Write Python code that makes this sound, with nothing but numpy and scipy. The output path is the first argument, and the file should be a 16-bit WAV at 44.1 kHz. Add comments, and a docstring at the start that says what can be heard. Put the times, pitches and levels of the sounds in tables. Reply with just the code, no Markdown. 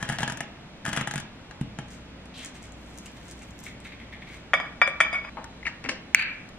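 """Peeling and cutting a boiled egg

A boiled egg is rolled on a kitchen counter until its shell crackles, then tapped and peeled by hand.
The knife cutting it strikes a stoneware bowl; blade and bowl ring. A spice jar's lid squeaks on its
thread and is set down hard. A close stereo microphone hears it over a faint room hum."""
import sys
import numpy as np
from scipy import signal
from scipy.fft import rfft, irfft, next_fast_len
from scipy.io import wavfile
from scipy.ndimage import uniform_filter1d

SR = 44100
rng = np.random.default_rng(int(sys.argv[2]) if len(sys.argv) > 2 else 0)


def generate_wav(sig):
    """Save sig (samples, or channels by samples) to the path in sys.argv[1] as 16-bit PCM at SR."""
    pcm = np.round(np.clip(np.atleast_2d(sig).T, -1, 1) * 32767).astype(np.int16)
    wavfile.write(sys.argv[1], SR, pcm)


N = 290222

# spectrum of a small brittle snap: freq_hz, gain_db
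SNAP_SPECTRUM = [(300, -39), (1500, -0.5), (2800, -11), (3800, -9), (6500, 4.5), (9000, 3), (11000, -11),
                 (14000, -8), (16000, -22)]


def amp(db):
    """Decibels to gain."""
    return 10 ** (np.asarray(db) / 20)


def unit_rms(x):
    """Scales to rms 1."""
    return x / np.sqrt(np.mean(x ** 2) + 1e-20)


def curve_at(points, hz):
    """Interpolates on a log-frequency axis."""
    freq_hz, value = np.transpose(points)
    return np.interp(np.log(hz + 1), np.log(freq_hz), value)


def add(mix, start_s, sound):
    """Mixes a sound in at start_s."""
    part = mix[..., max(round(start_s * SR), 0):][..., :sound.shape[-1]]
    part += sound[..., :part.shape[-1]]


def colour(x, spectrum, tilt_db_oct=0, size=4096):
    """Minimum-phase filter with a given spectrum, tilted above 2 kHz."""
    hz = abs(np.fft.fftfreq(size, 1 / SR))
    octaves = np.log2(1 + (hz / 2000) ** 2) / 2
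    log_gain = np.log(amp(curve_at(spectrum, hz) + tilt_db_oct * octaves))
    taps = np.fft.ifft(np.exp(np.conj(signal.hilbert(log_gain)))).real
    return signal.oaconvolve(x, taps[:size // 2])[:len(x)]


def contact(spectrum, level_db, tilt_db_oct, chatter_s, chatter, size=6000):
    """One sharp push and a dying chatter of tiny contacts, in the colour of the object."""
    push = rng.standard_normal(size) * np.exp(-np.arange(size) / SR / max(chatter_s, 1e-4))
    push *= chatter / np.linalg.norm(push)
    push[0] += 1
    x = colour(push, spectrum, tilt_db_oct)
    crest = 2 * np.sqrt(uniform_filter1d(x ** 2, size=100).max())  # twice the loudest 2 ms rms
    return amp(level_db) * x / crest


def crackle(rate_hz, spread_db, size=N):
    """A random train of tiny fractures or slips of unequal strength."""
    strength = amp(spread_db * np.minimum(rng.exponential(1, size), 3))
    return strength * rng.choice([-1, 1], size) * (rng.random(size) < rate_hz / SR)


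def mode(t, hz, level_db, t60_s, phase_rad=0):
    """A decaying sine."""
    return amp(level_db - 60 * t / t60_s) * np.sin(2 * np.pi * hz * t + phase_rad)


def arch(start_s, length_s, power=0.17):
    """A stroke that swells and fades: half a sine, raised to a power."""
    phase = np.clip((np.arange(N) / SR - start_s) / length_s, 0, 1)
    return np.sin(np.pi * phase) ** power


def effort(peak_s, build_s, release_s):
    """Force grows steadily until peak_s, then lets go."""
    t = np.arange(N) / SR - peak_s
    return np.clip(1 + t / build_s, 0, 1) * np.exp(-np.maximum(t, 0) / release_s)


def place(x, pan_db, lag_ms):
    """Sound from the left reaches the right channel later and weaker."""
    size = next_fast_len(N + SR // 100, True)
    delay = np.exp(-2j * np.pi * np.fft.rfftfreq(size, 1 / SR) * lag_ms / 1000)
    late = irfft(rfft(x, size) * delay, size)[:N]
    return np.array([x * amp(pan_db / 2), late * amp(-pan_db / 2)])


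def diffuse(mid, side):
    """Sound from all around: mono in the bass, wide in the treble."""
    # stereo width: freq_hz, side_gain_db
    width = [(25, -30), (60, -27), (200, -15.5), (500, -6.5), (1000, -5), (2200, -4.5), (3500, 6),
             (6000, 5.5), (9000, 9.5), (14000, 9.5)]
    side = colour(side, width)
    return np.array([mid + side, mid - side])


def kitchen(x, wet_db, build_s=0.0012):
    """Reflections build up, then each band dies at its own speed."""
    # room decay: freq_hz, t60_s
    decay_times = [(150, 0.47), (600, 0.61), (2200, 0.48), (5000, 0.29), (12000, 0.029)]
    hz, t, bands = signal.stft(rng.standard_normal((2, SR * 3 // 4)), SR, nperseg=256)
    bands *= amp(-60 * t / curve_at(decay_times, hz)[:, None])
    tails = signal.istft(bands * (1 - np.exp(-t / build_s)), SR, nperseg=256)[1]
    mid, side = (signal.fftconvolve(x, tail / np.linalg.norm(tail))[:N] for tail in tails)
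    return amp(wet_db) * diffuse(mid, side)


def room_tone(air_db=-46.5, loud_from_s=1.66, loud_until_s=5.68):
    """Steady air noise and the wavering hum of kitchen appliances, louder for a stretch."""
    # air noise: freq_hz, gain_db
    air_spectrum = [(20, -8), (55, -1.5), (230, 0.5), (300, -3), (410, -9.5), (620, -9.5), (1030, -14.5),
                    (2300, -16.5), (3300, -22.5), (4500, -29.5), (7000, -36.5), (12000, -53), (14000, -55),
                    (16000, -84)]
    # appliance hum: pitch_hz, base_db
    hum_tones = [(59.2, -60), (183, -67.5)]
    mid, side = (amp(air_db) * unit_rms(colour(rng.standard_normal(N), air_spectrum)) for _ in range(2))
    t, hum = np.arange(N) / SR, np.zeros(N)
    for hz, db in hum_tones:
        drift = np.interp(t, np.linspace(0, N / SR, 30), rng.standard_normal(30))
        hum += np.sqrt(2) * amp(db + 2 * drift) * np.sin(2 * np.pi * hz * t + drift[::-1] / 2)
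    boost_db = np.where((t > loud_from_s) & (t < loud_until_s), 7.5, -3)
    return diffuse(mid, side) + hum * uniform_filter1d(amp(boost_db), size=2000)


def shard(spectrum, ripple_db=1.5):
    """No two fragments sound alike: a spectrum with random ripples."""
    hz, db = np.transpose(spectrum)
    return np.transpose([hz, db + ripple_db * rng.standard_normal(len(hz))])


def eggshell(hollow_db, hollow_below_hz=1000):
    """Spectrum of one crack: a shell fragment over the egg's hollow knock."""
    # cracking shell: freq_hz, gain_db
    shell_spectrum = [(100, -17.5), (450, -7), (850, 5.5), (1150, -2.5), (1750, 10), (2250, -3),
                      (3200, -3.5), (4300, -12), (6500, -7.5), (9000, -7.5), (12000, -24), (16000, -46)]
    hz, db = shard(shell_spectrum).T
    return np.transpose([hz, db + hollow_db * (hz < hollow_below_hz)])


def rolling_and_tapping(crunch_db=-9, rumble_db=-12, crumble_db=-25, crumble_t60_s=0.1):
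    """The shell cracks and crumbles under the palm, then is tapped; both thump the counter."""
    # loudest cracks: start_s, level_db, thump_db, hollow_db
    cracks = [(.027, -18, -25, 8), (.090, -18, -28.5, -0.5), (.098, -21.5, -24, 7), (.125, -23, -26.5, 2),
              (.186, -19.5, -49, 3), (.206, -20, -29, 1), (0.222, -23, -36, 3), (.231, -14.5, -24, 3),
              (.278, -17.5, -30, 3), (.299, -18, -36, 3.5), (.322, -24, -31, 1), (.373, -26, -50, -7),
              (.406, -17.5, -31.5, 3), (.853, -21.5, -43, -11), (.863, -20.5, -52, -2),
              (.881, -25, -23.5, -1), (.891, -25, -28.5, -2), (.930, -21.5, -29, -2), (0.932, -18, -34, -4),
              (.964, -18.5, -34, -8), (.974, -13.5, -22, 0), (1.0113, -16, -25, -2),
              (1.074, -16.5, -30, -1), (1.1111, -21.5, -38, 2), (1.138, -22, -31, -1),
              (1.158, -18.5, -23, -2), (1.179, -21.5, -31, -2), (1.2, -28.5, -39, -3)]
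    # egg tapped on the counter: start_s, level_db, tilt_db_oct, thump_db
    taps = [(1.511, -30.5, -3.5, -53), (1.612, -30.5, 2, -18), (1.788, -23.5, -0.5, -25.5)]
    # counter slab: pitch_hz, level_db, t60_s
    counter_modes = [(84, -26.5, 0.04), (154.3, 4.5, 0.061), (202.7, -3, 0.077), (266.7, -11.5, 0.092)]
    # pushes of the palm: start_s, length_s, level_db
    rolls = [(-.03, 0.1, -32.5), (0.074, 0.095, -30), (0.187, 0.055, -31.5), (0.848, 0.058, -29),
             (0.913, 0.11, -32)]
    shell, pushes, crumbling = np.zeros((3, N))
    t = np.arange(SR // 4) / SR
    for start_s, db, thump_db, hollow_db in cracks:
        tilt_db_oct = -0.1 - 0.39 * (db + 15)  # stronger cracks are duller
        add(shell, start_s, contact(eggshell(hollow_db), db, tilt_db_oct, chatter_s=0.0038, chatter=1.5))
        add(crumbling, start_s, amp(db - 60 * t / crumble_t60_s))
        add(pushes, start_s, amp([thump_db]))
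    for start_s, db, tilt_db_oct, thump_db in taps:
        tap = contact(eggshell(hollow_db=5.5), db, tilt_db_oct, chatter_s=0.0048, chatter=1.43)
        add(shell, start_s, tap)
        add(pushes, start_s, amp([thump_db]))
    slab = sum(mode(t, hz, db, t60_s) for hz, db, t60_s in counter_modes)
    slab *= 1 - np.exp(-t / 0.0028)
    pressure = sum(amp(db) * arch(start_s, length_s, power=0.18) for start_s, length_s, db in rolls)
    grains = crackle(rate_hz=2200, spread_db=4.5)
    crunch = unit_rms(colour(grains, eggshell(hollow_db=-2), tilt_db_oct=-0.5))
    shell += (amp(crunch_db) * pressure + amp(crumble_db) * crumbling) * crunch
    thumps = signal.oaconvolve(pushes, slab / abs(slab).max())[:N]
    thumps += amp(rumble_db) * pressure * unit_rms(signal.oaconvolve(grains, slab)[:N])
    # the shell's room echo has less 1.8 kHz ring and top treble
    room_send = colour(shell, [(1300, 5), (1800, -2), (2400, 8.5), (7000, -2)])
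    direct = place(shell, pan_db=5, lag_ms=0.053) + thumps
    return direct + kitchen(room_send, wet_db=-14) + kitchen(thumps, wet_db=-10)


def peeling(tear_db=-3, rub_db=-6):
    """Membrane tears in a fine crackle, fingers rub and slip, and shell pieces snap or rasp off."""
    # pulls on the shell: peak_s, build_s, membrane_db, finger_db
    pulls = [(1.94, 0.081, -52, -50), (2.45, 0.12, -44.5, -47.5), (2.56, 0.026, -54, -46),
             (2.65, 0.038, -50, -52), (2.98, 0.29, -59.5, -73), (3.07, 0.046, -52, -49.5),
             (3.17, 0.016, -57, -48), (3.305, 0.096, -52.5, -53), (3.43, 0.096, -55.5, -58),
             (3.66, 0.046, -46.5, -46), (3.86, 0.036, -57, -45), (4.35, 0.1, -56, -44.5)]
    # damp membrane lifting: start_s, length_s, level_db
    lifts = [(2.75, 1, -70), (3.58, 0.035, -63), (3.633, 0.039, -57)]
    # its bright crackle: freq_hz, gain_db
    sticky_spectrum = [(2000, -29), (7000, 0), (10000, -8), (12000, -3), (14500, -6), (16000, -17.5)]
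    # fingers on shell: freq_hz, gain_db
    rub_spectrum = [(300, -34), (1200, -4), (2200, 4), (2800, -4.5), (3600, -3), (4800, -10.5), (9000, -22)]
    # pieces snapping off: start_s, level_db
    breaks = [(2.257, -45), (2.404, -44), (2.448, -28), (2.629, -39.5), (2.722, -39.5), (2.977, -35),
              (2.986, -30.5), (3.0597, -34.5), (3.3123, -32), (3.508, -40.5), (3.591, -36.5), (3.639, -35),
              (3.647, -43), (3.8029, -40.5)]
    # wet fingers on bare egg: start_s, level_db, decay_s, pitch_hz
    slips = [(2.45, -32, 0.013, 2020), (3.059, -31, 0.008, 2700), (3.413, -36, 0.013, 2460),
             (3.662, -29, 0.017, 2120), (3.848, -31.5, 0.029, 2240), (3.918, -33, 0.018, 2230),
             (3.998, -34, 0.03, 2070), (4.122, -29, 0.024, 2050), (4.219, -31, 0.015, 2120),
             (4.27, -34.5, 0.034, 2220), (4.333, -31, 0.01, 2190)]
    # shell strip rasping away: start_s, length_s, level_db, first_hz, last_hz
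    rasp = [(2.34, 0.11, -47.5, 3300, 2590)]
    tearing, rubbing, snaps = np.zeros((3, N))
    for peak_s, build_s, membrane_db, finger_db in pulls:
        force = effort(peak_s, build_s, release_s=0.03)
        tearing += amp(membrane_db) * force
        rubbing += amp(finger_db) * force
    fractures = [crackle(rate_hz=70, spread_db=4.5) for _ in range(6)]
    fibres = sum(colour(train, shard(SNAP_SPECTRUM), tilt_db_oct=-3) for train in fractures)
    membrane = amp(tear_db) * tearing * unit_rms(fibres)
    lifting = sum(amp(db) * arch(start_s, length_s) for start_s, length_s, db in lifts)
    membrane += lifting * unit_rms(colour(crackle(rate_hz=500, spread_db=3.5), sticky_spectrum))
    fingers = amp(rub_db) * rubbing * unit_rms(colour(crackle(rate_hz=900, spread_db=3), rub_spectrum))
    for start_s, db in breaks:
        snap = contact(shard(SNAP_SPECTRUM), db, tilt_db_oct=1, chatter_s=0.0008, chatter=0.7)
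        add(snaps, start_s, snap)
    for start_s, db, decay_s, pitch_hz in slips:
        add(fingers, start_s, finger_slip(db, decay_s, pitch_hz))
    hands = membrane + fingers + stick_slip(rasp, width_hz=1300)
    room_send = hands + amp(-1) * snaps
    return place(hands + snaps, pan_db=2, lag_ms=-0.025) + kitchen(room_send, wet_db=-9)


def resonate(x, hz, width_hz):
    """A resonance whose centre follows the curve hz."""
    carrier = np.exp(2j * np.pi * np.cumsum(hz) / SR)
    pole = np.exp(-np.pi * width_hz / SR)
    return 2 * (carrier * signal.lfilter([1 - pole], [1, -pole], x / carrier)).real


def stick_slip(glides, width_hz):
    """Tiny slips feed a gliding resonance: a rasp if wide, a squeak if narrow."""
    out = np.zeros(N)
    for start_s, length_s, db, first_hz, last_hz in glides:
        pitch_hz = np.interp(np.arange(N) / SR, [start_s, start_s + length_s], [first_hz, last_hz])
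        slips = crackle(rate_hz=2900, spread_db=2)
        tone = resonate(resonate(slips, pitch_hz, width_hz), pitch_hz, 2 * width_hz)
        out += amp(db) * arch(start_s, length_s) * unit_rms(tone)
    return out


def finger_slip(level_db, decay_s, pitch_hz):
    """A wet fingertip lets go at once and chatters to rest."""
    # squelch, its 2150 Hz peak moved to pitch_hz below: freq_hz, gain_db
    squelch = [(500, -22), (1600, -10), (2150, 6), (2500, -3), (2900, -12.5), (3600, -8.5), (5000, -27),
               (12000, -35.5)]
    t = np.arange(SR // 4) / SR
    spectrum = [(hz * pitch_hz / 2150, db) for hz, db in squelch]
    slips = crackle(rate_hz=1200, spread_db=2.5, size=len(t))
    chatter = unit_rms(colour(slips, spectrum)) / np.pi  # peaks near 1
    return amp(level_db) * chatter * np.minimum(t / 0.002, 1) * np.exp(-t / decay_s)


def knife_on_bowl(chime_hz=3520, ping_hz=4940, uneven_db=2, grit_db=-3, lag_ms=0.048, stop_s=5.297):
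    """The blade knocks, rebounds and drags on the bowl; both ring, and all stops short at stop_s."""
    # blows, varying with grip and landing place: start_s, knock_db, tilt_db_oct, ring_db,
    # blade_db, blade_hz, thud_db, thud_hz, chime_db, ping_db
    blows = [(4.5347, -2.5, -3.5, -23.5, -19, 2244, -20, 648, 2, -1),
             (4.539, -5, 2, -26, -25, 2216, -22, 559, 4.5, -1),
             (4.6008, -15, 0.5, -37, -33, 2280, -41.5, 630, 7, 1),
             (4.816, -1, -2.5, -19, -12, 2326, -22, 623, 2, 4.5),
             (4.8203, -6.5, -2, -23, -28, 2322, -35, 654, -4, 1),
             (4.876, -13, 6.5, -37, -25, 2280, -24, 556, 8, -1),
             (5.004, -2.5, 5, -18.5, -14.5, 2336, -20.5, 642, 0, -7),
             (5.0099, -4, 6, -39, -40, 2330, -42, 684, 4, 0),
             (5.129, -23, 5.5, -35, -22.5, 2232, -28, 672, 4, 1),
             (5.153, -23, -0.5, -33, -18.5, 2232, -42, 658, 1.5, 6)]
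    # stoneware bowl: pitch_hz, level_db, t60_s
    bowl_modes = [(649, -15, 0.08), (1166, -5.5, 0.13), (1418, -11.5, 0.088), (1640, -14, 0.15),
                  (1865, -5.5, 0.061), (2540, -14, 0.17), (2160, -13, 0.087), (2270, -1.5, 0.2),
                  (3023, -18, 0.14), (3500, -20.5, 0.26), (3543, -16.5, 0.21), (4933, -16, 0.076),
                  (4920, -14, 0.13), (6570, -20, 0.058), (6920, -27, 0.1), (8560, -22, 0.065)]
    # blade hitting stoneware: freq_hz, gain_db
    knock_spectrum = [(150, -39), (430, -13.5), (620, -0.5), (900, -2), (1200, 7), (1550, 0.5), (1820, 6),
                      (2400, 2.5), (2750, -12.5), (3400, -5), (4000, -27), (6500, -25.5), (9000, -36.5),
                      (16000, -83)]
    # blade dragging on glaze: peak_s, build_s, level_db
    drags = [(4.653, 0.032, -40), (4.871, 0.012, -33.5), (5.05, 0.048, -33), (5.159, 0.054, -33),
             (5.249, 0.017, -39.5), (5.29, 0.015, -45)]
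    # slips are softer than blows: freq_hz, gain_db
    drag_spectrum = [(2500, -0.5), (5000, -8.5), (8000, -13)]
    knocks, blade, ring = np.zeros(N), np.zeros(N), np.zeros((2, N))
    t = np.arange(SR // 2) / SR
    hz, mode_db, t60_s = np.transpose(bowl_modes)[:, :, None]
    onset = 1 - np.exp(-(t / 0.0008) ** 2)
    in_chime, in_ping = abs(hz - chime_hz) < 200, abs(hz - ping_hz) < 200  # two clearest mode pairs
    lead_rad = np.pi * hz * lag_ms / 1000
    for (start_s, knock_db, tilt_db_oct, ring_db,
         blade_db, blade_hz, thud_db, thud_hz, chime_db, ping_db) in blows:
        add(knocks, start_s, contact(knock_spectrum, knock_db, tilt_db_oct, chatter_s=.005, chatter=.7))
        add(knocks, start_s, onset * mode(t, thud_hz, thud_db, t60_s=0.06))
        # chatter against the glaze roughens the blade's ring
        wobble_rad = 0.35 * signal.resample(rng.standard_normal(70), len(t))
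        add(blade, start_s, onset * mode(t, blade_hz, blade_db, t60_s=0.16, phase_rad=wobble_rad))
        # modes leave the rim in lobes, so the channels hear them out of step
        lobes_rad = np.array([lead_rad, -lead_rad]) + 0.61 * rng.standard_normal((2, len(hz), 1))
        favoured_db = chime_db * in_chime + ping_db * in_ping + tilt_db_oct * np.log2(hz / 2300)
        struck_db = mode_db + ring_db + favoured_db + uneven_db * rng.standard_normal(hz.shape)
        phase_rad = 2 * np.pi * rng.random(hz.shape) + lobes_rad
        clink = onset * mode(t, hz, struck_db, t60_s, phase_rad).sum(1)
        add(ring, start_s, clink)
    # dragging feeds the last clink's modes with tiny slips
    slips = crackle(rate_hz=1700, spread_db=5)
    pressure = sum(amp(db) * effort(peak_s, build_s, release_s=0.028) for peak_s, build_s, db in drags)
    scrape = signal.oaconvolve(colour(slips, drag_spectrum)[None], clink, axes=1)[:, :N]
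    ring += pressure * unit_rms(scrape) + place(blade, pan_db=3, lag_ms=0.085)
    knocks += amp(grit_db) * pressure * unit_rms(colour(slips, knock_spectrum))
    gate = uniform_filter1d(1.0 * (np.arange(N) / SR < stop_s), size=200)
    direct = place(knocks, pan_db=2, lag_ms=0.034) + ring
    return gate * (direct + kitchen(knocks + ring[0], wet_db=-14.5))


def thin_ring():
    """A faint high tone lingers for one second while the jar is picked up."""
    # lingering tone: start_s, level_db, pitch_hz, t60_s
    tones = [(5.301, -64.5, 4010, 7)]
    out, t = np.zeros(N), np.arange(SR) / SR
    for start_s, db, hz, t60_s in tones:
        add(out, start_s, mode(t, hz, db, t60_s))
    return out


def jar_opening(grit_db=-9):
    """The lid squeaks and scrapes round its thread and clicks free, among soft bumps and ticks."""
    # lid on its thread: start_s, length_s, level_db, first_hz, last_hz
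    squeaks = [(5.629, 0.006, -39, 2190, 2120), (5.652, 0.032, -27.5, 2210, 1910)]
    # plastic lid on glass jar: start_s, level_db, tilt_db_oct, chatter_s
    clicks = [(5.667, -19.5, -2.5, 0.015), (5.841, -26.5, 3.5, 0.0049), (5.85, -24, -8, 0.0043),
              (5.86, -25, -7, 0.0057), (5.889, -17.5, 3, 0.0013), (5.893, -11.5, 5.5, 0.0044)]
    # lid plastic: freq_hz, gain_db
    plastic = [(200, -18), (700, -5.5), (1100, -8), (1550, 0.5), (2100, 4), (2700, 2), (3400, -16.5),
               (4400, -10.5), (8500, -23), (12000, -53), (16000, -83)]
    # light handling ticks: start_s, level_db
    touches = [(5.443, -28), (6.490, -38.5)]
    # hands and things bumping the counter: start_s, level_db, pitch_hz, t60_s
    bumps = [(1.512, -33, 900, 0.019), (5.371, -24.5, 914, 0.26), (5.848, -27.5, 270, 0.12),
             (5.889, -28.5, 329, 0.11), (5.915, -32, 520, 0.077)]
    knocks, ticks = np.zeros((2, N))
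    thread = stick_slip(squeaks, width_hz=240)
    turning = sum(amp(db + grit_db) * arch(start_s, length_s) for start_s, length_s, db, _, _ in squeaks)
    thread += turning * unit_rms(colour(crackle(rate_hz=2000, spread_db=2), plastic, tilt_db_oct=-0.5))
    for start_s, db, tilt_db_oct, chatter_s in clicks:
        add(knocks, start_s, contact(plastic, db, tilt_db_oct, chatter_s, chatter=2.04))
    for start_s, db in touches:
        add(ticks, start_s, contact(SNAP_SPECTRUM, db, tilt_db_oct=-9, chatter_s=0.0039, chatter=1.4))
    for start_s, db, hz, t60_s in bumps:
        hollow = [(hz / 3, -22), (hz / 1.26, -11), (hz, 0),
                  (hz * 1.04, -11), (hz * 2.45, -22), (hz * 20, -85)]
        add(knocks, start_s, contact(hollow, db, 0, chatter_s=t60_s / np.log(1000), chatter=2.06))
    room_send = knocks + amp(-8) * thread  # the squeak echoes less than the knocks
    return place(knocks + ticks + thread, pan_db=5, lag_ms=0.073) + kitchen(room_send, wet_db=-12)


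def lid_landing(land_s=6.1472, level_db=6):
    """The lid hits the counter flat: one hard clack that fills the room, and a brief rattle."""
    # lid on counter: freq_hz, gain_db
    lid_spectrum = [(200, -91), (600, -29.5), (1200, -20), (1700, -6.5), (2300, 0), (2800, -10.5),
                    (3400, -33.5), (4800, -24.5), (6000, -15), (8000, -16.5), (12000, -22), (16000, -59)]
    # sound sent sideways, the top treble being beamed at the microphone: freq_hz, gain_db
    sideways = [(1150, -3), (1600, 0), (2100, -8), (2450, 2.5), (2850, -1.5), (3400, 7.5), (4650, 7.5),
                (5000, -18), (6400, -17), (12000, -15)]
    # lid settling: start_s, level_db
    bounces = [(6.1527, -12), (6.193, -16), (6.198, -16), (6.203, -18), (6.213, -16), (6.224, -18)]
    clack, rattle = np.zeros((2, N))
    add(clack, land_s, contact(lid_spectrum, level_db, 0, chatter_s=0.003, chatter=0.2))
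    for start_s, db in bounces:
        add(rattle, start_s, contact(lid_spectrum, db, 0, chatter_s=0.0041, chatter=1.5))
    direct = place(clack, pan_db=2.5, lag_ms=0.052)
    rocking = place(colour(rattle, sideways), pan_db=1, lag_ms=0.047)
    return direct + rocking + kitchen(colour(clack, sideways), wet_db=-13.5, build_s=0.14)


def scene():
    """The work at the counter, over the room tone."""
    egg = rolling_and_tapping() + peeling() + knife_on_bowl()
    return egg + thin_ring() + jar_opening() + lid_landing() + room_tone()


def record(dry):
    """The hardest blows clip the input; a low-pass at 15.9 kHz follows."""
    lowpass = signal.firwin(511, 15900, window=("kaiser", 9), fs=SR)
    return signal.oaconvolve(np.clip(dry, -1, 1), lowpass[None], "same")


dry = scene()
out = record(dry)
generate_wav(out)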